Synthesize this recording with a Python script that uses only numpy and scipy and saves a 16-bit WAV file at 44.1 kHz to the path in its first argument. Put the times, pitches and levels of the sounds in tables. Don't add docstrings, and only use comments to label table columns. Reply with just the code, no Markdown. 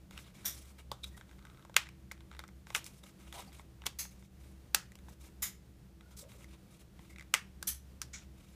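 import sys
import numpy as np
from scipy import signal
from scipy.fft import rfft, irfft, next_fast_len
from scipy.io import wavfile
from scipy.ndimage import uniform_filter1d, map_coordinates

SR = 44100
rng = np.random.default_rng(int(sys.argv[2]) if len(sys.argv) > 2 else 0)


def volts_from_decibels(level):
    exponent = np.asarray(level, float) / 20
    return 10 ** exponent


def digitize_waveform(pressure):
    field = np.atleast_2d(pressure).T
    bounded = np.clip(field, -1, 1)
    quanta = np.round(bounded * 32767).astype(np.int16)
    wavfile.write(sys.argv[1], SR, quanta)


N = 377055


def unit(x):
    return x / np.sqrt(np.mean(x ** 2) + 1e-20)


def along(points, hz):
    f, v = np.transpose(points)
    return np.interp(np.log(hz + 1), np.log(f + 1), v)


def bump(hz, centre_hz, width):
    return np.exp(-(np.log(hz / centre_hz + 1e-9) / width) ** 2)


def filtered(x, response):
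    m = next_fast_len(len(x) + 4096)
    return irfft(rfft(x, m) * response(np.fft.rfftfreq(m, 1 / SR)), m)[:len(x)]


def noise(spectrum, size=N):
    return unit(filtered(rng.standard_normal(size), lambda hz: volts_from_decibels(along(spectrum, hz))))


def wobble(rate, size):
    return map_coordinates(rng.standard_normal(size // 16), [np.arange(size) * rate / SR])


def patchy(size, patchy_db):
    z = signal.stft(rng.standard_normal(size), nperseg=256)[2]
    field = uniform_filter1d(rng.standard_normal(z.shape), size=7, axis=0)
    field = uniform_filter1d(field, size=4, axis=1)
    return signal.istft(z * volts_from_decibels(patchy_db * unit(field)), nperseg=256)[1][:size]


def add(track, s, sound):
    part = track[round(s * SR):][:len(sound)]
    part += sound[:len(part)]


# frequency in Hz, time to fall by 60 dB in seconds.
ROOM_DECAY = [(300, 0.11), (800, 0.21), (2100, 0.21), (5500, 0.19), (14600, 0.13)]


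def echo(x, gap):
    hz, t, z = signal.stft(rng.standard_normal(SR // 2), SR, nperseg=256)
    z /= np.abs(z) ** 0.15
    fall_db = -60 * t / along(ROOM_DECAY, hz)[:, None]
    far_end = volts_from_decibels(-21.0 + fall_db / 2)
    desk = volts_from_decibels(3.5 + 4.4 * fall_db)
    z *= volts_from_decibels(fall_db) + far_end + desk
    tail = signal.istft(z, SR, nperseg=256)[1]
    tail *= 1 - np.exp(-np.arange(len(tail)) / SR / gap)
    return signal.fftconvolve(x, tail / np.linalg.norm(tail))


# centre in Hz, width in Hz between the half-amplitude points, rms level in dB.
HUM_BANDS = [(43, 10, -77), (63.4, 3.6, -61), (67.7, 2, -60), (122, 8.6, -67), (154, 48, -68.5),
             (192.2, 11, -65.5), (329, 3.6, -72)]


def hum():
    out = np.zeros(N)
    for hz, width, db in HUM_BANDS:
        band = filtered(rng.standard_normal(N), lambda f: 1 / (1 + (2 * (f - hz) / width) ** 2))
        out += volts_from_decibels(db) * unit(band)
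    return out


# frequency in Hz, relative level in dB per Hz.
AIR_COLOUR = [(21, -30.5), (36, -2.5), (177, -6.5), (240, -12.5), (317, -13), (612, -21), (894, -26),
              (15200, -38.5)]


def air():
    return volts_from_decibels(-61 + 1.3 * wobble(12, size=N)) * noise(AIR_COLOUR)


# frequency in Hz, relative level in dB, time to fall by 60 dB in seconds when struck.
CASE_MODES = [(436, -6, 0.015), (565, -4.5, 0.018), (893, -0.5, 0.021), (1104, -4, 0.026), (1300, 0, 0.013),
              (1560, -3, 0.019), (2050, -1, .018), (2320, 4, 0.0067), (2800, -0.5, 0.0063),
              (3330, 1, 0.0093), (3730, 2.5, 0.0098), (4210, 0.5, 0.0027), (5600, -2.5, 0.0074),
              (6880, -4, .008), (8000, -3, 0.0068)]


def rubbed(size):
    def wall(f):
        modes = sum(volts_from_decibels(db) / (1 + ((f - hz) * t60 / 2.0) ** 2) for hz, db, t60 in CASE_MODES)
        return modes / (1 + f / 1500)
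    return unit(filtered(patchy(size, patchy_db=2.5), wall))


# time in seconds, muted pitch in Hz, depth in dB, width in log frequency.
FINGER_GRIPS = [(1.764, 800, 8, .25), (1.765, 7000, 6, 0.19), (4.745, 2220, 15, .12),
                (4.746, 1100, 6, 0.35), (4.747, 3460, 7, .1), (4.748, 4980, 8.5, .15),
                (7.340, 2644, 8, 0.085), (7.341, 800, 6.5, 0.285), (7.342, 3790, 8.5, 0.073)]


def struck_modes(s, db, best_hz, t):
    hz, mode_db, t60 = np.transpose(CASE_MODES)[:, :, None]
    spread = max(0.33 - 0.88 * (db + 45.5), 0.1)
    spot_db = -14 * (1 - bump(hz, best_hz, spread))
    for grip_s, muted_hz, depth_db, width in FINGER_GRIPS:
        if abs(s - grip_s) < 1 / 20:
            spot_db -= depth_db * bump(hz, muted_hz, width)
    chance = rng.standard_normal((3, len(hz), 1))
    held_hz = hz * (1 + 0.02 * chance[0])
    level_db = mode_db + spot_db + 1.8 * chance[1] - 60 * t / t60
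    turn = np.arange(len(hz))[:, None] / 2
    waves = np.sin(2 * np.pi * (held_hz * t + turn + 0.11 * chance[2]))
    return volts_from_decibels(level_db) * waves * (1 - np.exp(-t / 0.00026)) ** 2


# frequency in Hz, relative level in dB per Hz.
CRACK_COLOUR = [(2500, -32.5), (4500, 1), (8000, -0.5), (13000, -7.5), (16000, -6.5)]


def contact(out, s, db, best_hz, crack_db, knock_db):
    t = np.arange(SR // 16) / SR
    bins_hz = np.fft.rfftfreq(len(t), 1 / SR)
    modes = struck_modes(s, db, best_hz, t)
    hollow = np.transpose(CASE_MODES)[0] < 1200
    ring = unit(modes[~hollow].sum(0)) + volts_from_decibels(knock_db) * unit(modes[hollow].sum(0))
    crack = noise(CRACK_COLOUR, size=len(t)) * np.exp(-t / 0.0017) * (1 - np.exp(-t / 0.0003))
    hit = ring + volts_from_decibels(crack_db) * unit(crack)
    gain = volts_from_decibels(db) / np.abs(hit).max()
    add(out, s, gain * hit)

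    lead = SR // 100
    creak = rubbed(lead) * np.linspace(0, 1, lead) ** 6
    add(out, s - lead / SR, volts_from_decibels(db - 31.0) * creak)

    crack_colour = np.sqrt(len(t)) * unit(volts_from_decibels(along(CRACK_COLOUR, bins_hz)))
    power = uniform_filter1d(np.abs(rfft(ring)) ** 2, size=48) + (volts_from_decibels(crack_db) * crack_colour) ** 2
    power = power.mean() * unit(power ** 0.41) ** 2
    tail = filtered(echo([1], gap=0.002),
                    lambda f: gain * np.sqrt(np.interp(f, bins_hz, power) / (1 + f / 9000)))
    add(out, s, volts_from_decibels(-9.0 + 1.4 * wobble(110, size=len(tail))) * tail)


# start in seconds, peak in dB before the room answers, best-excited pitch in Hz,
# crack level in dB and knock level in dB, both against the ring.
CONTACTS = [(0.109, -41.5, 1720, -1, -4), (0.1768, -34, 2750, -8.5, -30), (0.1893, -40, 1790, -20, -8),
            (0.446, -43, 1560, -5, -5.5), (0.9156, -26, 3560, -0.5, 5.5), (1.042, -30.5, 3720, -1, -27),
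            (1.177, -42.5, 1740, -17, -6), (1.211, -41.5, 1560, -23, -7), (1.3123, -45, 1730, -11, -18),
            (1.4515, -43, 1630, -8, -8), (1.6497, -44.5, 1390, -6, 5), (1.696, -45, 1450, -6, 9),
            (1.7425, -39, 2520, -6.5, -10), (1.765, -2, 2800, -5, -19), (1.869, -39, 1900, -31, -14),
            (1.889, -40.5, 2424, -6, -9), (2.1134, -34.5, 2040, -23, -22), (2.1173, -34, 1820, 3.5, -2.5),
            (2.3141, -42, 1343, -17, -7.5), (2.3665, -46.5, 1470, -11, -11), (2.392, -30, 1880, -4, -8),
            (2.4384, -38, 1340, -16, -16), (2.4788, -45.5, 1720, 7, -18), (2.669, -42.5, 1660, -10, -5),
            (2.703, -33.5, 1830, -11, -1), (2.7486, -15.5, 2760, -5.5, -18), (2.7534, -21, 2500, -16, -19),
            (2.7611, -24.5, 2050, 6, 0.5), (2.843, -32.5, 4020, 18, -15), (2.864, -32.5, 2240, 9, -30),
            (3.0367, -42, 3670, -6, -30), (3.3257, -31.5, 3200, -5, -12), (3.5955, -43, 1870, -27.5, 2.5),
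            (3.8653, -19.5, 3370, 3, -10), (4.0525, -43, 1650, -27, -2), (4.7464, -7.5, 1560, 4.5, -10.5),
            (4.7472, -11.5, 2850, 0.5, -19), (4.919, -45.5, 2050, -3, -14), (4.954, -42, 2730, 3.5, -5),
            (4.988, -48, 1750, -4, -11), (5.084, -45, 1560, -14, 5), (6.0084, -48.5, 2090, -15, -15.5),
            (6.443, -45, 2070, -6, -30), (6.9917, -47, 2356, -17.5, 0), (7.1603, -43, 2200, -15, -28),
            (7.184, -38, 2250, -10.5, -19), (7.1955, -40, 2050, -12, -19), (7.209, -40, 2050, -11.5, -13),
            (7.224, -46, 2130, -5, -19), (7.3396, -7.5, 2800, -3.5, -16), (7.3468, -17, 2170, -7, -17.5),
            (7.6268, -25, 1613, 4.5, -8), (8.0165, -22.5, 5600, 4.5, -22)]


def clicks():
    out = np.zeros(N)
    for row in CONTACTS:
        contact(out, *row)
    return out


def stroke_shape(length, t):
    edge = 0.005 + 0.054 * length
    fade_in = np.clip(t / edge, 0, 1)
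    return fade_in * np.clip((length + 1.64 * edge - t) / (3.14 * edge), 0, 1)


def rub_band(size, centre_hz, width):
    return filtered(patchy(size, patchy_db=2.0), lambda hz: bump(hz, centre_hz, width))


# start in seconds, rough length in seconds, dull rub in dB, hiss in dB
SLIDES = [(0.115, 0.1, -62.5, -68), (0.184, 0.054, -66, -61), (0.234, 0.078, -66, -73),
          (0.335, 0.18, -63.5, -67.5), (0.498, 0.098, -65, -56.5), (0.547, 0.18, -69, -66.5),
          (0.78, 0.033, -62, -64), (1.057, 0.034, -69.5, -62), (1.11, 0.051, -72, -75),
          (1.162, 0.045, -66, -65), (2.299, 0.07, -72.5, -87), (2.66, 0.17, -64, -67),
          (2.742, 0.045, -59, -44.5), (2.848, 0.039, -59, -55.5), (2.886, 0.12, -72, -68),
          (3.026, 0.08, -64.5, -65.5), (3.182, 0.32, -65.5, -69), (3.326, 0.094, -53.5, -55.5),
          (3.458, 0.031, -72, -69), (3.52, 0.096, -65, -65.5), (3.854, 0.018, -40, -44),
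          (4.105, 0.031, -72, -67), (4.186, 0.087, -75, -72), (4.396, 0.14, -74.5, -73.5),
          (5.08, 0.058, -70, -67), (5.196, 0.1, -67.5, -65.5), (6.104, 0.038, -67, -67.5),
          (6.164, 0.065, -68, -55), (6.282, 0.088, -67, -66.5), (6.379, 0.07, -69.5, -69.5),
          (6.473, 0.082, -68, -72), (6.702, 0.067, -68.5, -67), (6.791, 0.034, -67.5, -66),
          (7.001, 0.088, -73, -75.5), (7.09, 0.046, -68, -66.5), (8.158, 0.093, -68, -76),
          (8.368, 0.19, -71, -72.5)]


def strokes():
    out, t = np.zeros(N), np.arange(SR // 3) / SR
    for s, length, dull_db, hiss_db in SLIDES:
        grip = wobble(101, size=len(t))
        dull = unit(volts_from_decibels(2.5 * grip) * rubbed(len(t)))
        hiss = unit(volts_from_decibels(2.1 * grip) * rub_band(len(t), centre_hz=7100, width=0.74))
        add(out, s, stroke_shape(length, t) * (volts_from_decibels(dull_db) * dull + volts_from_decibels(hiss_db) * hiss))
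    return out


# start in seconds, level in dB (the early rms lies 10.5 dB below it), ring pitch in Hz,
# ring level in dB, body level in dB, ring width in Hz from centre to half amplitude.
SHIELDED_CLACKS = [(0.451, -24.5, 5800, -10.5, -7.5, 690), (3.986, -28, 6400, 0, -5, 300),
                   (5.42, -23.5, 7040, -10.5, -4.5, 601), (7.67, -22, 5910, -5.5, -9, 120),
                   (8.130, -37.5, 6400, 15.5, 13.5, 900)]
# frequency in Hz, relative level in dB per Hz.
CLACK_COLOUR = [(1760, -39), (4000, -19), (5200, -10.5), (12000, -5.5), (15200, -8.5)]
# frequency in Hz, relative level in dB per Hz.
BODY_COLOUR = [(290, -30), (500, -22.5), (2000, -8), (4000, -12), (5200, -24.5), (8800, -120)]


def clacks():
    out = np.zeros(N)
    for s, db, ring_hz, ring_db, body_db, width_hz in SHIELDED_CLACKS:
        clumps = list(zip(np.geomspace(800, 16000, 30), 3.2 * rng.standard_normal(30)))

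        def colour(hz):
            hiss = volts_from_decibels(along(CLACK_COLOUR, hz))
            body = volts_from_decibels(body_db + along(BODY_COLOUR, hz))
            ring = volts_from_decibels(ring_db) / (1 + ((hz - ring_hz) / width_hz) ** 2)
            return (hiss + body + ring) * volts_from_decibels(along(clumps, hz))

        heard = filtered(echo([1], gap=0.00075), colour)
        t = np.arange(len(heard)) / SR
        heard *= volts_from_decibels(1.1 * wobble(303, size=len(t)))
        heard *= 1 - 1.04 * np.exp(-t / 0.013)
        early_rms = np.sqrt(np.mean(heard[:SR // 30] ** 2))
        add(out, s, volts_from_decibels(db - 10.5) * heard / early_rms)
    return out


# start in seconds, rough length in seconds, level in dB (rms over a third of a second
# before the fades), pitch in Hz, width in log frequency.
BAND_RUBS = [(1.032, 0.012, -42, 3680, 0.12), (1.03, 0.018, -54, 5950, 0.66),
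             (1.035, 0.011, -50.5, 2500, 0.2), (1.114, 0.047, -69, 1890, .04),
             (1.38, 0.26, -71, 1300, 0.22), (3.331, 0.075, -54.5, 795, 0.32), (3.47, 0.02, -62, 750, 0.15),
             (3.474, 0.014, -60, 4600, .06), (6.02, 0.071, -74, 1420, 0.046), (6.101, 0.06, -74, 1380, .05),
             (6.204, 0.076, -61, 527, 0.22), (6.342, 0.1, -65, 474, 0.34), (6.922, 0.052, -75.5, 1400, .05),
             (7.094, 0.045, -63.5, 2100, .06), (8.133, 0.03, -55, 2240, .05)]


def squeaks():
    out, t = np.zeros(N), np.arange(SR // 3) / SR
    for s, length, db, hz, width in BAND_RUBS:
        rub = unit(volts_from_decibels(1.1 * wobble(112, size=len(t))) * rub_band(len(t), hz, width))
        add(out, s, stroke_shape(length, t) * volts_from_decibels(db) * rub)
    return out


# start in seconds, peak in dB before the room answers, best-excited pitch in Hz.
STRAIN_TICKS = [(1.293, -50, 1220), (1.33, -52, 1100), (1.385, -53, 3700), (1.391, -50, 1070),
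                (1.425, -53, 1250), (1.469, -50, 1190), (1.499, -48, 1400), (1.546, -54.5, 1190),
                (1.573, -51, 1300), (1.594, -52, 1400), (1.625, -52.5, 1285), (2.177, -52, 1180),
                (2.206, -48.5, 2024), (2.328, -49, 1300), (2.337, -50, 1500), (2.349, -47, 1300),
                (2.401, -42.5, 1500), (2.488, -47, 1500), (2.767, -29, 2800), (3.52, -50, 1002),
                (3.543, -63, 1200), (3.819, -44.5, 2890), (3.838, -46, 1500), (4.225, -51.5, 1300),
                (6.239, -49.5, 1496), (6.318, -47.5, 3700), (6.408, -50.5, 1470)]


def ticks():
    out = np.zeros(N)
    for s, db, best_hz in STRAIN_TICKS:
        contact(out, s, db, best_hz, crack_db=-14.5, knock_db=-5.5)
    return out


def scene():
    rubs = strokes() + squeaks()
    rubs_echo = volts_from_decibels(-12.0) * echo(rubs, gap=0.00071)[:N]
    return (hum() + air() + clicks() + rubs + rubs_echo + clacks() + ticks())[None]


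def band_limit(x):
    return signal.sosfilt(signal.butter(12, 16500, fs=SR, output="sos"), x)


def record(dry):
    def response(hz):
        treble = volts_from_decibels(-32 * np.clip((hz - 15300) / 150, 0, 1))
        return treble / (1 + (28 / (hz + 1)) ** 4)
    mix = filtered(dry[0], response)[None]
    return band_limit(mix)


dry = scene()
out = record(dry)
digitize_waveform(out)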